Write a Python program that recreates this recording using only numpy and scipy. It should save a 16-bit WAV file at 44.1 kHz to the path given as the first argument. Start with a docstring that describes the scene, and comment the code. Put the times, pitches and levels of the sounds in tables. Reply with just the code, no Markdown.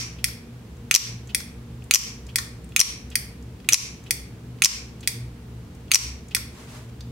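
"""In a hard-walled room, over a ventilation hum, a small plastic shutter is worked by finger close to a
stereo microphone. Pressing trips the catch; the blade flies off, hits its stop and rebounds. Letting go,
the lever creaks back by stick-slip friction and resets. Every impact excites the same damped modes of
the frame, and the room reverberates. An automatic gain control ducks after the loud blows, whose
peaks clip."""
import sys
import numpy as np
from scipy import signal
from scipy.fft import rfft, irfft
from scipy.io import wavfile

SR = 44100
rng = np.random.default_rng(int(sys.argv[2]) if len(sys.argv) > 2 else 0)


def to_wav(sig):
    """Store sig (one row per channel, or 1-D mono) as 16-bit WAV at the path in sys.argv[1].

    Samples outside -1..1 are clipped; the rate is SR.
    """
    pcm = np.clip(np.atleast_2d(sig), -1, 1) * 32767
    pcm = np.round(pcm).astype(np.int16)
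    wavfile.write(sys.argv[1], SR, pcm.T)  # frames by channels


N = 313551
LEAD = 6600   # samples played before time zero, so that a tail is already ringing


def from_db(db):
    """Amplitude ratio of a level in decibels."""
    return 10 ** (np.asarray(db) / 20)


def unit_rms(x):
    """Normalisation to a root-mean-square value of 1."""
    return x / np.sqrt(np.mean(x ** 2) + 1e-20)


def at_hz(points, hz):
    """Interpolation of a table on a logarithmic frequency axis."""
    frequencies, values = np.transpose(points)
    return np.interp(np.log(hz), np.log(frequencies), values)


def smooth(x, seconds):
    """Exponential averaging: a one-pole low-pass with the given time constant."""
    r = np.exp(-1 / (seconds * SR))
    return signal.lfilter([1 - r], [1, -r], x)


def resonator(x, hz, t60):
    """Damped oscillator: a unit impulse rings at a height of about 1 and falls 60 dB in t60 seconds."""
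    r, w = from_db(-60 / (t60 * SR)), 2 * np.pi * hz / SR
    return signal.lfilter([.5, 0, -.5], [1, -2 * r * np.cos(w), r * r], x + 1e-18)


# Stereo width of the noises: (frequency [Hz], side relative to mid [dB])
NOISE_WIDTH = [(60, -31.5), (110, -30.5), (200, -18), (380, -10), (700, -5), (1290, -3), (2380, -1),
               (4400, -1), (8120, 0.5), (15000, -3)]

def stereo_noise(gain_at):
    """Partial coherence: shaped noise whose two channels grow unlike towards the treble."""
    hz = np.maximum(np.fft.rfftfreq(N, 1 / SR), 1)
    mid, side = rfft(rng.standard_normal((2, N))) * gain_at(hz)
    return unit_rms(irfft(mid + from_db(at_hz(NOISE_WIDTH, hz)) * side * [[1], [-1]], N))


# Rush and hiss of the ventilation: (frequency [Hz], relative spectral density [dB])
AIR_SPECTRUM = [(15, -72.5), (25, -48), (49, -9), (87, -7), (120, -5.5), (149, -10), (236, -9),
                (270, -13.5), (463, -20.5), (531, -26), (591, -26.5), (2160, -36), (2610, -36), (4030, -40),
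                (16000, -50.5)]
# Resonances of duct and motor: (frequency [Hz], bandwidth [Hz], level [dB])
HUM_BANDS = [(28, 14, -69), (64.1, 9.9, -44.5), (119.93, 7, -43.5), (169.2, 12, -53.5), (236.1, 9, -54),
             (461.7, 50, -58.5)]

def ventilation(rush_db=-43):
    """Noise-driven resonance: narrow wavering bands of duct and motor stand on a broadband rush."""
    out = from_db(rush_db) * stereo_noise(lambda hz: from_db(at_hz(AIR_SPECTRUM, hz)))
    for centre_hz, width_hz, db in HUM_BANDS:
        out += from_db(db) * stereo_noise(lambda hz: 1 / (1 + (2 * (hz - centre_hz) / width_hz) ** 2))
    return out


# Decay of the diffuse field: (frequency [Hz], reverberation time [s])
REVERB_TIMES = [(800, 0.47), (2100, 0.54), (5600, 0.37), (10000, 0.35), (15000, 0.28)]
# Strength of the diffuse field: (frequency [Hz], energy relative to the direct sound [dB])
REVERB_LEVELS = [(750, -7), (1100, -1.5), (1500, -10), (2100, -10.5), (5600, -7), (10000, -12),
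                 (15000, -8.5)]

def room(x, early_db=-3, early_t60_s=.038):
    """Reverberation: early reflections from hands and table, then a tail that decays band by band."""
    t = np.arange(24000) / SR
    # one impulse response from each side of the source to each channel
    response = rng.standard_normal((2, 2, len(t))) * from_db(-60 * t / early_t60_s) * (t > .001)
    response *= from_db(early_db) / np.sqrt(np.sum(response ** 2) / 2)
    build_up = 1 - np.exp(-t / .0016)   # the walls answer late
    edges_hz = 500 * 2 ** np.arange(0, 5.1, .5)   # half octaves
    for low, high in zip(edges_hz, edges_hz[1:]):
        hz = np.sqrt(low * high)
        band_pass = signal.butter(2, [low, high], "band", fs=SR, output="sos")
        band = signal.sosfilt(band_pass, rng.standard_normal(response.shape))
        fade = from_db(-60 * t / at_hz(REVERB_TIMES, hz)) * build_up
        response += from_db(at_hz(REVERB_LEVELS, hz)) * band * fade / np.sqrt(np.sum(fade ** 2))
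    return signal.fftconvolve(x[:, None], response, axes=2).sum(axis=0)[:, :x.shape[1]]


# Fingers sliding over the frame as the grip changes: (time [s], level [dB])
SLIDE_LEVELS = [(6.5, -62), (6.526, -53.5), (6.608, -47), (6.668, -52.5), (6.694, -47), (6.776, -45.5),
                (6.884, -61), (6.9, -51)]
# Colour of their rustle: (frequency [Hz], relative spectral density [dB])
SLIDE_SPECTRUM = [(350, -42), (600, 0.5), (642, -1), (706, -11.5), (832, -4), (8400, -15.5), (15500, -28)]

def fingers():
    """Sliding friction: skin on plastic gives noise, made grainy by random amplitude modulation."""
    times, levels_db = np.transpose(SLIDE_LEVELS)
    envelope = from_db(np.interp(np.arange(N) / SR, times, levels_db, left=-120, right=-120))
    grain = from_db(unit_rms(smooth(rng.standard_normal(N), seconds=.0021)))
    rustle = stereo_noise(lambda hz: from_db(at_hz(SLIDE_SPECTRUM, hz)) * (hz > 500))
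    return envelope * unit_rms(grain * rustle)


# Ticks of the lever under the finger: (time [s], peak level [dB], frequency [Hz])
LEVER_TICKS = [(.768, -50.5, 7000), (1.273, -39, 6730), (1.822, -41.5, 2700), (1.84, -41, 7850),
               (2.266, -39, 6800), (2.643, -42, 8100), (2.691, -46, 8500), (2.721, -38, 2980),
               (3.102, -38.5, 7300), (3.425, -45, 7000), (3.601, -42.5, 3060), (3.645, -41, 2400),
               (4.038, -42.5, 6860), (4.586, -46, 2800), (5.007, -37, 6800), (5.749, -45, 7400),
               (5.881, -42, 3010), (5.909, -28, 2760), (6.284, -38.5, 7000), (7.007, -31.5, 4400)]
# The released lever creaks back and resets: (creak time [s], reset time [s], creak peak level [dB])
LEVER_RETURNS = [(0.185, .2423, -38), (1.292, 1.3474, -37), (2.288, 2.3582, -37.5), (3.114, 3.1552, -37.5),
                 (4.062, 4.1082, -38.5), (5.029, 5.0747, -34.5), (6.309, 6.3486, -35)]

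def lever(tick_s=.0035, creak_s=.02, creak_hz=2876):
    """Stick-slip friction: each burst of slips drives one broad resonance, with some grit around it."""
    out, size = np.zeros(N + LEAD), 2000
    t = np.arange(size) / SR
    ticks = [(s, db, hz, tick_s) for s, db, hz in LEVER_TICKS]
    creaks = [(s, db, creak_hz, creak_s) for s, _, db in LEVER_RETURNS]
    for s, db, hz, length_s in ticks + creaks:
        slips = rng.standard_normal(size) * np.exp(-(t / length_s) ** 2)
        grit = .24 * np.diff(slips, prepend=0)
        burst = resonator(slips, hz, t60=8 / hz) + grit
        out[LEAD + round(s * SR):][:size] += from_db(db) * burst / np.abs(burst).max()
    return out


# Presses of the shutter; only the tail of the first is heard:
# (catch time [s], blade stop time [s], vigour [dB], added gain of the blade start [dB])
PRESSES = [(-.14, -0.111, 4.5, -11), (0.9114, 0.9497, 0, -13), (1.91, 1.9462, 0.5, -9),
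           (2.7628, 2.802, -0.5, -12.5), (3.6885, 3.7324, -0.5, -14), (4.6207, 4.6463, -0.5, -13.5),
           (5.9161, 5.9453, 0, -15)]
# The lever sometimes bounces after a blow: (time [s], gain [dB])
LEVER_BOUNCES = [(0.2834, -24), (1.4014, -22), (2.3838, -8.5), (4.6692, -20.5), (6.3642, -12.5)]

def impacts(flight_s=.0081, rebound_s=.0102):
    """Collision sequence of the mechanism: a list of (time [s], gain [dB]) for each kind of contact."""
    catches = [(s, db + .1) for s, _, db, _ in PRESSES]
    starts = [(s - flight_s, db + start_db) for _, s, db, start_db in PRESSES]
    stops = [(s, db + 2.5) for _, s, db, _ in PRESSES]
    rebounds = [(s + rebound_s, db + 11) for _, s, db, _ in PRESSES]
    resets = [(s, -2.5) for _, s, _ in LEVER_RETURNS]
    return catches, starts, stops, rebounds, resets, LEVER_BOUNCES


# Modes of the plastic frame and their drive by each kind of contact:
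# (frequency [Hz], 60 dB decay time [s], left minus right [dB], catch [dB], blade start [dB],
#  blade stop [dB], blade rebound [dB], reset [dB], lever bounce [dB])
FRAME_MODES = [(650, 0.0031, -9, -37, -45, -29.5, -40.5, -51.5, -31.5),
               (1088, 0.018, -3, -39.5, -32, -40, -37, -51.5, -24.5),
               (1380, 0.005, 3.5, -39.5, -29.5, -37, -39.5, -33, -12.5),
               (1930, 0.0047, 2, -15.5, -22, -37, -20, -11, -7.5),
               (2335, 0.0052, -2, -2, -23.5, -16.5, -17, -9, -22.5),
               (3160, 0.006, -3.5, -14, 0, -22, -20.5, -17.5, -19.5),
               (3355, 0.0057, -1, -13, -28.5, -22.5, -21, -15.5, -15),
               (4320, 0.0063, -2, -21.5, -21.5, -33.5, -19.5, -27.5, -10.5),
               (4400, 0.0095, -4.5, -22, -18.5, -22, -20.5, -17.5, -18),
               (4860, 0.004, 12.5, -14.5, 1, -17.5, -15.5, -14.5, -14),
               (5540, 0.006, 2.5, -23, -10, -21, -9.5, -11, -12),
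               (5820, 0.006, 1, -25, 7.5, 1, -10, -13.5, -18), (6170, 0.0056, 6, -9, 1, -8.5, -38, -14, -7),
               (6335, 0.0066, 5, -5.5, -15, -10, -24.5, -16.5, -7),
               (7550, 0.0036, 3.5, -10.5, 5.5, -6, -20.5, -21, -13),
               (8000, 0.0026, 9, -11, -16.5, -12, -43, -10, -23),
               (8550, 0.003, 0.5, -5.5, -12, -8.5, -17, -5.5, -15.5),
               (9460, 0.0029, 7, -18, -11, -33, -17.5, -9, -12),
               (10470, 0.0024, -12, -16.5, -20, -14, -25.5, -12, -20),
               (11440, 0.0034, 0.5, -10, -12, -30, -26, -5.5, -22),
               (11520, 0.0036, -5.5, -27, -21, -19, -23, -7.5, -24.5),
               (13500, 0.0024, 1, -40, -10, -14, -29.5, -12.5, -22),
               (15800, 0.0042, 4, -16, -19, -28.5, -36, -17, -24),
               (16340, .003, 12, -19, -18, -18, -29, -17, -36)]

def frame(force, kind, contact_pan_db):
    """Modal superposition: each channel's ringing at unit rms, and the rms its modal energies give it."""
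    ringing, power = 0, 0
    for k, (hz, t60, pan_db, *drive_db) in enumerate(FRAME_MODES):
        impulse_power = t60 * SR / (4 * np.log(1000)) / force.shape[1]   # left by a unit impulse
        balance_db = (pan_db + contact_pan_db) / 2 * np.array([[1], [-1]])
        mode_rms = from_db(drive_db[kind] + balance_db) * np.sqrt(impulse_power)
        sign = (-1) ** k   # neighbouring modes swing in opposite phase and add up between their peaks
        ringing += sign * mode_rms * [unit_rms(side) for side in resonator(force, hz, t60)]
        power += mode_rms ** 2
    return [unit_rms(side) for side in ringing], np.sqrt(power)


# Kinds of contact, in the order of the frame's drive columns:
# (rattle time scale [s], left minus right [dB], weight of the first hard touch [1])
CONTACT_KINDS = [(.0014, -2.5, 5), (.0011, -2, 2.5), (.0009, 1, 3), (.0008, -.5, 3), (0.000665, -1.5, 7),
                 (0.0023, -1.5, .6)]

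def shutter(variation=.7, crack_db=-9, crack_t60_s=.004, crack_hz=(2800, 11000), bass_cut_hz=300):
    """Impact excitation: a rattle of micro-contacts rings the frame; its many weak modes add a crack."""
    out, size = np.zeros((2, N + LEAD)), 1200
    t = np.arange(size) / SR
    crack_band = signal.butter(2, crack_hz, "band", fs=SR, output="sos")
    for kind, blows in enumerate(impacts()):
        rattle_s, pan_db, touch = CONTACT_KINDS[kind]
        envelope = t / rattle_s * np.exp(-2 * t / rattle_s)
        pattern = rng.standard_normal((2, size))   # the parts meet much the same way each time
        pattern[1] = .9 * pattern[0] + .44 * pattern[1]   # each side hears the frame from its own angle
        for s, db in blows:
            force = envelope * (pattern + variation * rng.standard_normal(size))
            force[:, round(rattle_s * SR / 4)] += touch   # one hard contact leads the rattle
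            ringing, rms = frame(force, kind, pan_db)
            crack = signal.sosfilt(crack_band, rng.standard_normal(size)) * from_db(-60 * t / crack_t60_s)
            blow = ringing + from_db(crack_db) * unit_rms(crack)
            start = LEAD + round(s * SR)
            out[:, start:start + size] += from_db(db) * rms * blow
    # so small a body radiates no bass
    return signal.sosfilt(signal.butter(4, bass_cut_hz, "high", fs=SR, output="sos"), out)


def scene():
    """Superposition: shutter and lever with their reverberation, over finger rustle and ventilation."""
    direct = shutter() + lever()
    return (direct + room(direct))[:, LEAD:] + fingers() + ventilation()


def record(dry, threshold_db=-14.5, slope=1.59, release_db_per_s=112, cutoff_hz=15800):
    """Automatic gain control: gain falls above a threshold and recovers steadily; overload clips."""
    level_db = 10 * np.log10(smooth(np.mean(dry ** 2, axis=0), seconds=.0066) + 1e-12)
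    demand_db = slope * np.maximum(level_db - threshold_db, 0)
    recovery_db = release_db_per_s * np.arange(N) / SR
    duck_db = np.maximum.accumulate(demand_db + recovery_db) - recovery_db
    gain = from_db(-smooth(duck_db, seconds=.005))   # the attack lags behind the blow
    clipped = np.clip(dry * gain, -1, 1)
    low_pass = signal.ellip(10, .5, 60, cutoff_hz, fs=SR, output="sos")
    return np.clip(signal.sosfilt(low_pass, clipped), -1, 1)


dry = scene()
out = record(dry)
to_wav(out)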